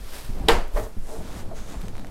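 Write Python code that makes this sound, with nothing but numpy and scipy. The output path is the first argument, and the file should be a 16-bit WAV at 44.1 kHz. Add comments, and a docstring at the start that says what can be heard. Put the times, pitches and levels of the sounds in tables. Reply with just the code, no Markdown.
"""A small, quiet room: hand sewing at a wooden table. A thread hisses through the weave, ticking
as it catches, and snaps the cloth taut with a loud, hollow pop. The cloth flops back and slides
on the table with the friction of many tiny fibres, an arm brushes past, and the thread ticks as
it is drawn again. Soft bumps and stirred air rumble at the close microphone."""
import sys
import numpy as np
from scipy import signal
from scipy.fft import rfft, irfft
from scipy.io import wavfile

SR = 44100
rng = np.random.default_rng(int(sys.argv[2]) if len(sys.argv) > 2 else 0)


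def store_pcm(level_fs):
    """Save levels as 16-bit WAV."""
    pcm = np.round(np.clip(level_fs, -1, 1) * 32767).astype(np.int16)
    wavfile.write(sys.argv[1], SR, np.atleast_2d(pcm).T)


N = 92610


def undb(db):
    return 10 ** (np.asarray(db) / 20)


def unit_rms(x):
    return x / np.sqrt(np.mean(x ** 2))


def clock():
    return np.arange(N) / SR


def freqs():
    return np.maximum(np.arange(N + 1) * SR / (2 * N), 1)


def noise():
    return rng.standard_normal(N)


def fader(points):
    """Gain riding along points of t/s, level/dB."""
    return undb(np.interp(clock(), *np.array(points).T))


def eq(points):
    """EQ curve in dB through points of f/Hz, level/dB, rolling off beyond its ends."""
    hz, db = np.array(points, float).T
    roll_off = np.minimum(freqs() / hz[0], 1) * np.minimum(hz[-1] / freqs(), 1) ** 2
    return np.interp(np.log(freqs()), np.log(hz), db) + 20 * np.log10(roll_off)


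def tilt(db_per_octave, corner_hz=1160):
    """EQ curve in dB that slopes the treble above a corner."""
    return db_per_octave * np.log2(np.hypot(1, freqs() / corner_hz))


def colour(x, eq_db):
    """Minimum-phase filter shaped by an EQ curve; white noise keeps its level."""
    gain = unit_rms(undb(eq_db))
    cepstrum = irfft(np.log(gain + 1e-9))
    cepstrum[1:N] *= 2
    cepstrum[N + 1:] = 0
    return irfft(rfft(x, 2 * N) * np.exp(rfft(cepstrum)))[:N]


def noise_bed(points):
    """Steady noise at unit RMS, coloured by EQ points."""
    return unit_rms(colour(noise(), eq(points)))


def decay(start, t60, rise=0.):
    """Envelope of a hit: silence, an attack, then an exponential fall."""
    age = np.maximum(clock() - start, 0)
    attack = np.minimum(age / max(rise, 1 / SR), 1)
    return attack * np.exp(-np.log(1000) * age / t60)


def ring(start, hz, t60, rise=0.):
    """One damped mode."""
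    return decay(start, t60, rise) * np.sin(2 * np.pi * hz * (clock() - start))


def stroke(peak, rise, fall, roundness=1.68):
    """Envelope of a movement that swells to its peak and dies away."""
    age = clock() - peak
    return np.exp(-np.abs(age / np.where(age < 0, rise, fall)) ** roundness)


def fibres(slips_per_s=9000, spread_db=2.5):
    """The grain of cloth friction: dense, tiny slips of uneven size."""
    slips = rng.random(N) < slips_per_s / SR
    polarity = np.sign(noise())
    size = undb(spread_db * np.minimum(rng.exponential(size=N), 5))
    return unit_rms(slips * polarity * size)


def thread():
    """The thread hisses through the weave, loudest at full speed."""
    # the pull on the thread: t/s, level/dB
    draw = [(0, -51.5), (.04, -50), (.115, -44.5), (.145, -39.5), (.19, -41.5), (.22, -44.5), (.26, -45.5),
            (.31, -50.5), (.47, -55), (.6, -100)]
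    # tone of the hiss: f/Hz, level/dB
    hiss_eq = [(300, -0.5), (700, 0), (1500, -3), (2800, -5.5), (3900, -6), (5200, -5.5), (6100, -10.5),
               (7500, -11), (9000, -8.5), (9900, -11.5), (12000, -9.5), (13500, -13), (15500, -18)]
    return colour(fibres() * fader(draw), eq(hiss_eq))


def arm():
    """Dull rubbing of the moving arm and clothes."""
    # the arm's movement: t/s, level/dB
    movement = [(0, -46.5), (.22, -74), (.3, -48), (.4, -34.5), (.5, -36.5), (.59, -34), (.69, -66),
                (.8, -55), (.93, -54), (1.08, -54), (1.2, -41.5), (1.45, -39.5), (1.61, -45), (1.7, -41),
                (1.85, -42), (2.1, -41)]
    # tone of the rubbing: f/Hz, level/dB
    rub_eq = [(30, -19), (60, -2), (130, -2), (220, -6), (400, -12.5), (800, -16.5), (1600, -32),
              (4000, -40.5)]
    return noise_bed(rub_eq) * fader(movement)


def air(rise_s=0.0144, rumble_db=-31):
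    """Stirred air and single puffs rumble at the microphone."""
    # puffs of air: t/s, level/dB, f/Hz, t60/s
    puffs = [(0.288, -15, 18.3, 0.49), (.40, -23.5, 42.7, 0.44), (0.511, -9.5, 15.4, 0.61),
             (.555, -10.5, 35.5, 0.17), (0.739, -7, 26.5, .2), (0.829, -15, 31, 0.13),
             (0.974, -14.5, 12.5, 0.67), (1.579, -24, 35, 0.12), (1.757, -19.5, 39, 0.22)]
    # tone of the steady rumble: f/Hz, level/dB
    rumble_eq = [(5, -1), (12, -0.5), (30, -17), (50, -15), (90, -37), (300, -67)]
    buffeting = sum(undb(db) * ring(t, hz, t60, rise_s) for t, db, hz, t60 in puffs)
    return buffeting + undb(rumble_db) * noise_bed(rumble_eq)


def room_tone(level_db=-51):
    """A faint, dark hush under everything."""
    # tone of the hush: f/Hz, level/dB
    hush_eq = [(100, 1.5), (250, -1), (500, -3.5), (900, -10), (1500, -12.5), (3000, -17.5), (9000, -21.5),
               (12500, -23.5), (15000, -34)]
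    return undb(level_db) * noise_bed(hush_eq)


def ticks(scrape_db=-14, scrape_t60_s=0.0046):
    """The thread catches and lets go: a sharp click with a tiny scrape."""
    # catches on the weave: t/s, peak level/dB, treble tilt/(dB per octave)
    catches = [(0.1373, -31, -8), (.25, -32, 10), (.681, -33, 8), (0.7984, -23, 0), (.988, -35, 7),
               (1.743, -30.5, -4), (1.812, -31, 2), (1.8172, -26, 0), (1.8833, -25, 1), (1.9537, -30, -5),
               (1.9674, -30, -2), (1.9809, -28, 0), (1.996, -28, -2.5), (2.0471, -26.5, -4.5),
               (2.07, -31, -1)]
    # tone of a click: f/Hz, level/dB
    click_eq = [(400, 3), (1500, 4.5), (5000, -5), (9000, -6.5), (13000, -7), (15500, -18)]
    out = 0
    for t, db, slope in catches:
        slip = undb(scrape_db) * noise() * decay(t, scrape_t60_s)
        slip[int(t * SR)] += 1
        click = colour(slip, eq(click_eq) + tilt(slope))
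        out = out + undb(db) * click / np.abs(click).max()
    return out


def bumps(rise_s=0.0056, thud_db=-8):
    """Hand and forearm knock softly on the table: one low mode and a dull thud each time."""
    # padded knocks: t/s, level/dB, f/Hz, t60/s
    knocks = [(.238, -34, 117, 0.091), (0.291, -20.5, 70.6, 0.12), (.401, -23.5, 55, 0.073),
              (0.444, -24.5, 48, 0.24), (.736, -24, 85, 0.041), (.797, -35, 107, 0.25),
              (0.963, -26.5, 78, 0.17), (1.181, -30, 62, .3), (1.301, -36, 61, 0.47),
              (1.754, -31.5, 78, 0.16), (1.838, -24, 175, 0.052)]
    # tone of the thud: f/Hz, level/dB
    thud_eq = [(50, -0.5), (130, -1.5), (230, -3), (350, -11.5), (800, -30.5)]
    thud = undb(thud_db) * noise_bed(thud_eq)
    return sum(undb(db) * (ring(t, hz, t60, rise_s) + thud * decay(t, t60, rise_s))
               for t, db, hz, t60 in knocks)


def flaps():
    """Loose folds flop and rustle with a hollow tone, some brighter than others."""
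    # flopping folds: peak t/s, level/dB, rise/s, fall/s, treble tilt/(dB per octave)
    folds = [(.42, -60, .09, 0.096, -1), (.768, -27.5, 0.0088, .035, 5.5), (0.819, -35.5, 0.073, 0.058, -2),
             (1.12, -38.5, 0.048, 0.098, -15.5), (1.2, -51, 0.032, 0.078, -7), (1.39, -52, 0.12, 0.15, -3),
             (1.517, -36, 0.0087, 0.021, -12), (1.748, -37.5, 0.0088, 0.0074, 3)]
    # hollow tone of a fold: f/Hz, level/dB
    fold_eq = [(100, -24), (250, -5), (350, -3), (450, 4), (520, -6.5), (610, 6.5), (760, -4.5),
               (880, -2.5), (1100, -7.5), (1500, -18.5), (1900, -15), (2600, -30), (5000, -39)]
    return sum(undb(db) * colour(fibres() * stroke(t, rise, fall), eq(fold_eq) + tilt(slope))
               for t, db, rise, fall, slope in folds)


def pop(start_s=0.4865, swell_cycles=4):
    """The cloth snaps taut: a quick run of cracks, a short hollow ring and the room's answer."""
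    # jerks of the cloth: t/s, level/dB, t60/s
    jerks = [(0.4837, -16.5, 0.036), (0.4856, -6.5, 0.02), (0.4865, -20, 0.012), (.4950, -18, 0.011),
             (0.5206, -20, 0.016)]
    # tone of the cracks: f/Hz, level/dB
    crack_eq = [(150, -5), (350, -2), (470, 8), (650, -2.5), (900, 9.5), (1300, -11), (2200, -5.5),
                (2950, -7), (3600, -4.5), (4200, -11), (5000, -8), (6400, -27), (7800, -16), (9500, -19.5),
                (11700, -21), (15500, -33)]
    # modes of the taut cloth and the hand and table under it: f/Hz, level/dB, t60/s
    modes = [(347, -29, .36), (430, -17, .07), (461, -5.5, .115), (586, -28, .36), (685, -21, .19),
             (872, -16, .11), (927, -14.5, .11), (1035, -22, .15), (1568, -24, .2), (1817, -27, .2),
             (2002, -26, .15), (2762, -25, .12), (3040, -26, .15), (3560, -26, .1)]
    bursts = sum(undb(db) * decay(t, t60) for t, db, t60 in jerks)
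    cracks = colour(noise() * bursts, eq(crack_eq))
    body = sum(undb(db) * ring(start_s, hz, t60, swell_cycles / hz) for hz, db, t60 in modes)
    return cracks + body + pop_tail(start_s)


def pop_tail(start_s, level_db=-15, split_hz=3900, rise_s=0.0043):
    """The room answers the pop with a diffuse wash whose treble dies a little sooner."""
    # tone of the wash: f/Hz, level/dB
    wash_eq = [(150, -12), (250, -12.5), (345, -3), (400, -6), (480, -2.5), (630, -5), (850, -5.5),
               (1300, -10.5), (2000, -15), (3000, -17.5), (3700, -22), (4700, -21), (5500, -27),
               (7500, -28.5), (11500, -34), (15500, -42)]
    wash = noise_bed(wash_eq)
    lows = irfft(rfft(wash, 2 * N) / (1 + (freqs() / split_hz) ** 2))[:N]
    low_tail = lows * decay(start_s, t60=0.38, rise=rise_s)
    high_tail = (wash - lows) * decay(start_s, t60=0.33, rise=rise_s)
    return undb(level_db) * (low_tail + high_tail)


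def swishes():
    """Cloth and skin slide: fibre friction, each stroke with its own bell-shaped boost or dip."""
    # slides: peak t/s, level/dB, rise/s, fall/s, bell f/Hz, bell gain/dB, bell width/octaves
    slides = [(.78, -44.5, 0.047, 0.087, 14000, 10, 0.5), (.833, -49.5, 0.0057, 0.025, 7500, 15, 0.79),
              (1.125, -47, 0.09, .1, 10000, 7, 0.54), (1.28, -47.5, 0.086, 0.14, 7040, -2, 0.53),
              (1.396, -44.5, .1, 0.031, 4200, -2, 0.49), (1.575, -45.5, 0.023, .08, 6400, 7, 0.094),
              (1.712, -45.5, 0.056, 0.064, 7300, 3.5, 0.2), (1.84, -51, 0.086, 0.082, 6500, 0, .3),
              (1.975, -55.5, 0.041, 0.072, 4150, 11, 0.16)]
    # tone common to all slides: f/Hz, level/dB
    slide_eq = [(150, -8), (500, 4), (1300, 5), (2800, -3), (3750, 0), (4200, -3), (5300, -3.5), (8000, -5),
                (12500, -11.5), (15000, -17.5)]
    out = 0
    for t, db, rise, fall, hz, bell_db, width in slides:
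        bell = bell_db * np.exp(-.5 * (np.log2(freqs() / hz) / width) ** 2)
        friction = fibres() * stroke(t, rise, fall)
        out = out + undb(db) * colour(friction, eq(slide_eq) + bell)
    return out


def room(x, predelay_s=0.00448, t60_s=0.33, wet_db=-12.5):
    """The near walls add a short, diffuse echo with scooped upper mids."""
    echo = colour(noise() * decay(predelay_s, t60_s), eq([(100, 0), (3000, -13.5), (15000, 0)]))
    return x + undb(wet_db) * signal.fftconvolve(x, echo / np.linalg.norm(echo))[:N]


def scene():
    """Mono mix: the handling goes through the room; the pop carries its own tail."""
    handling = room(thread() + arm() + ticks() + bumps() + flaps() + swishes())
    return (handling + air() + room_tone() + pop())[None]


def record(dry):
    """The recorder cuts the top with a steep low-pass."""
    top_hz = 15780
    return signal.sosfilt(signal.ellip(10, .2, 80, top_hz, fs=SR, output="sos"), dry)


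dry = scene()
out = record(dry)
store_pcm(out)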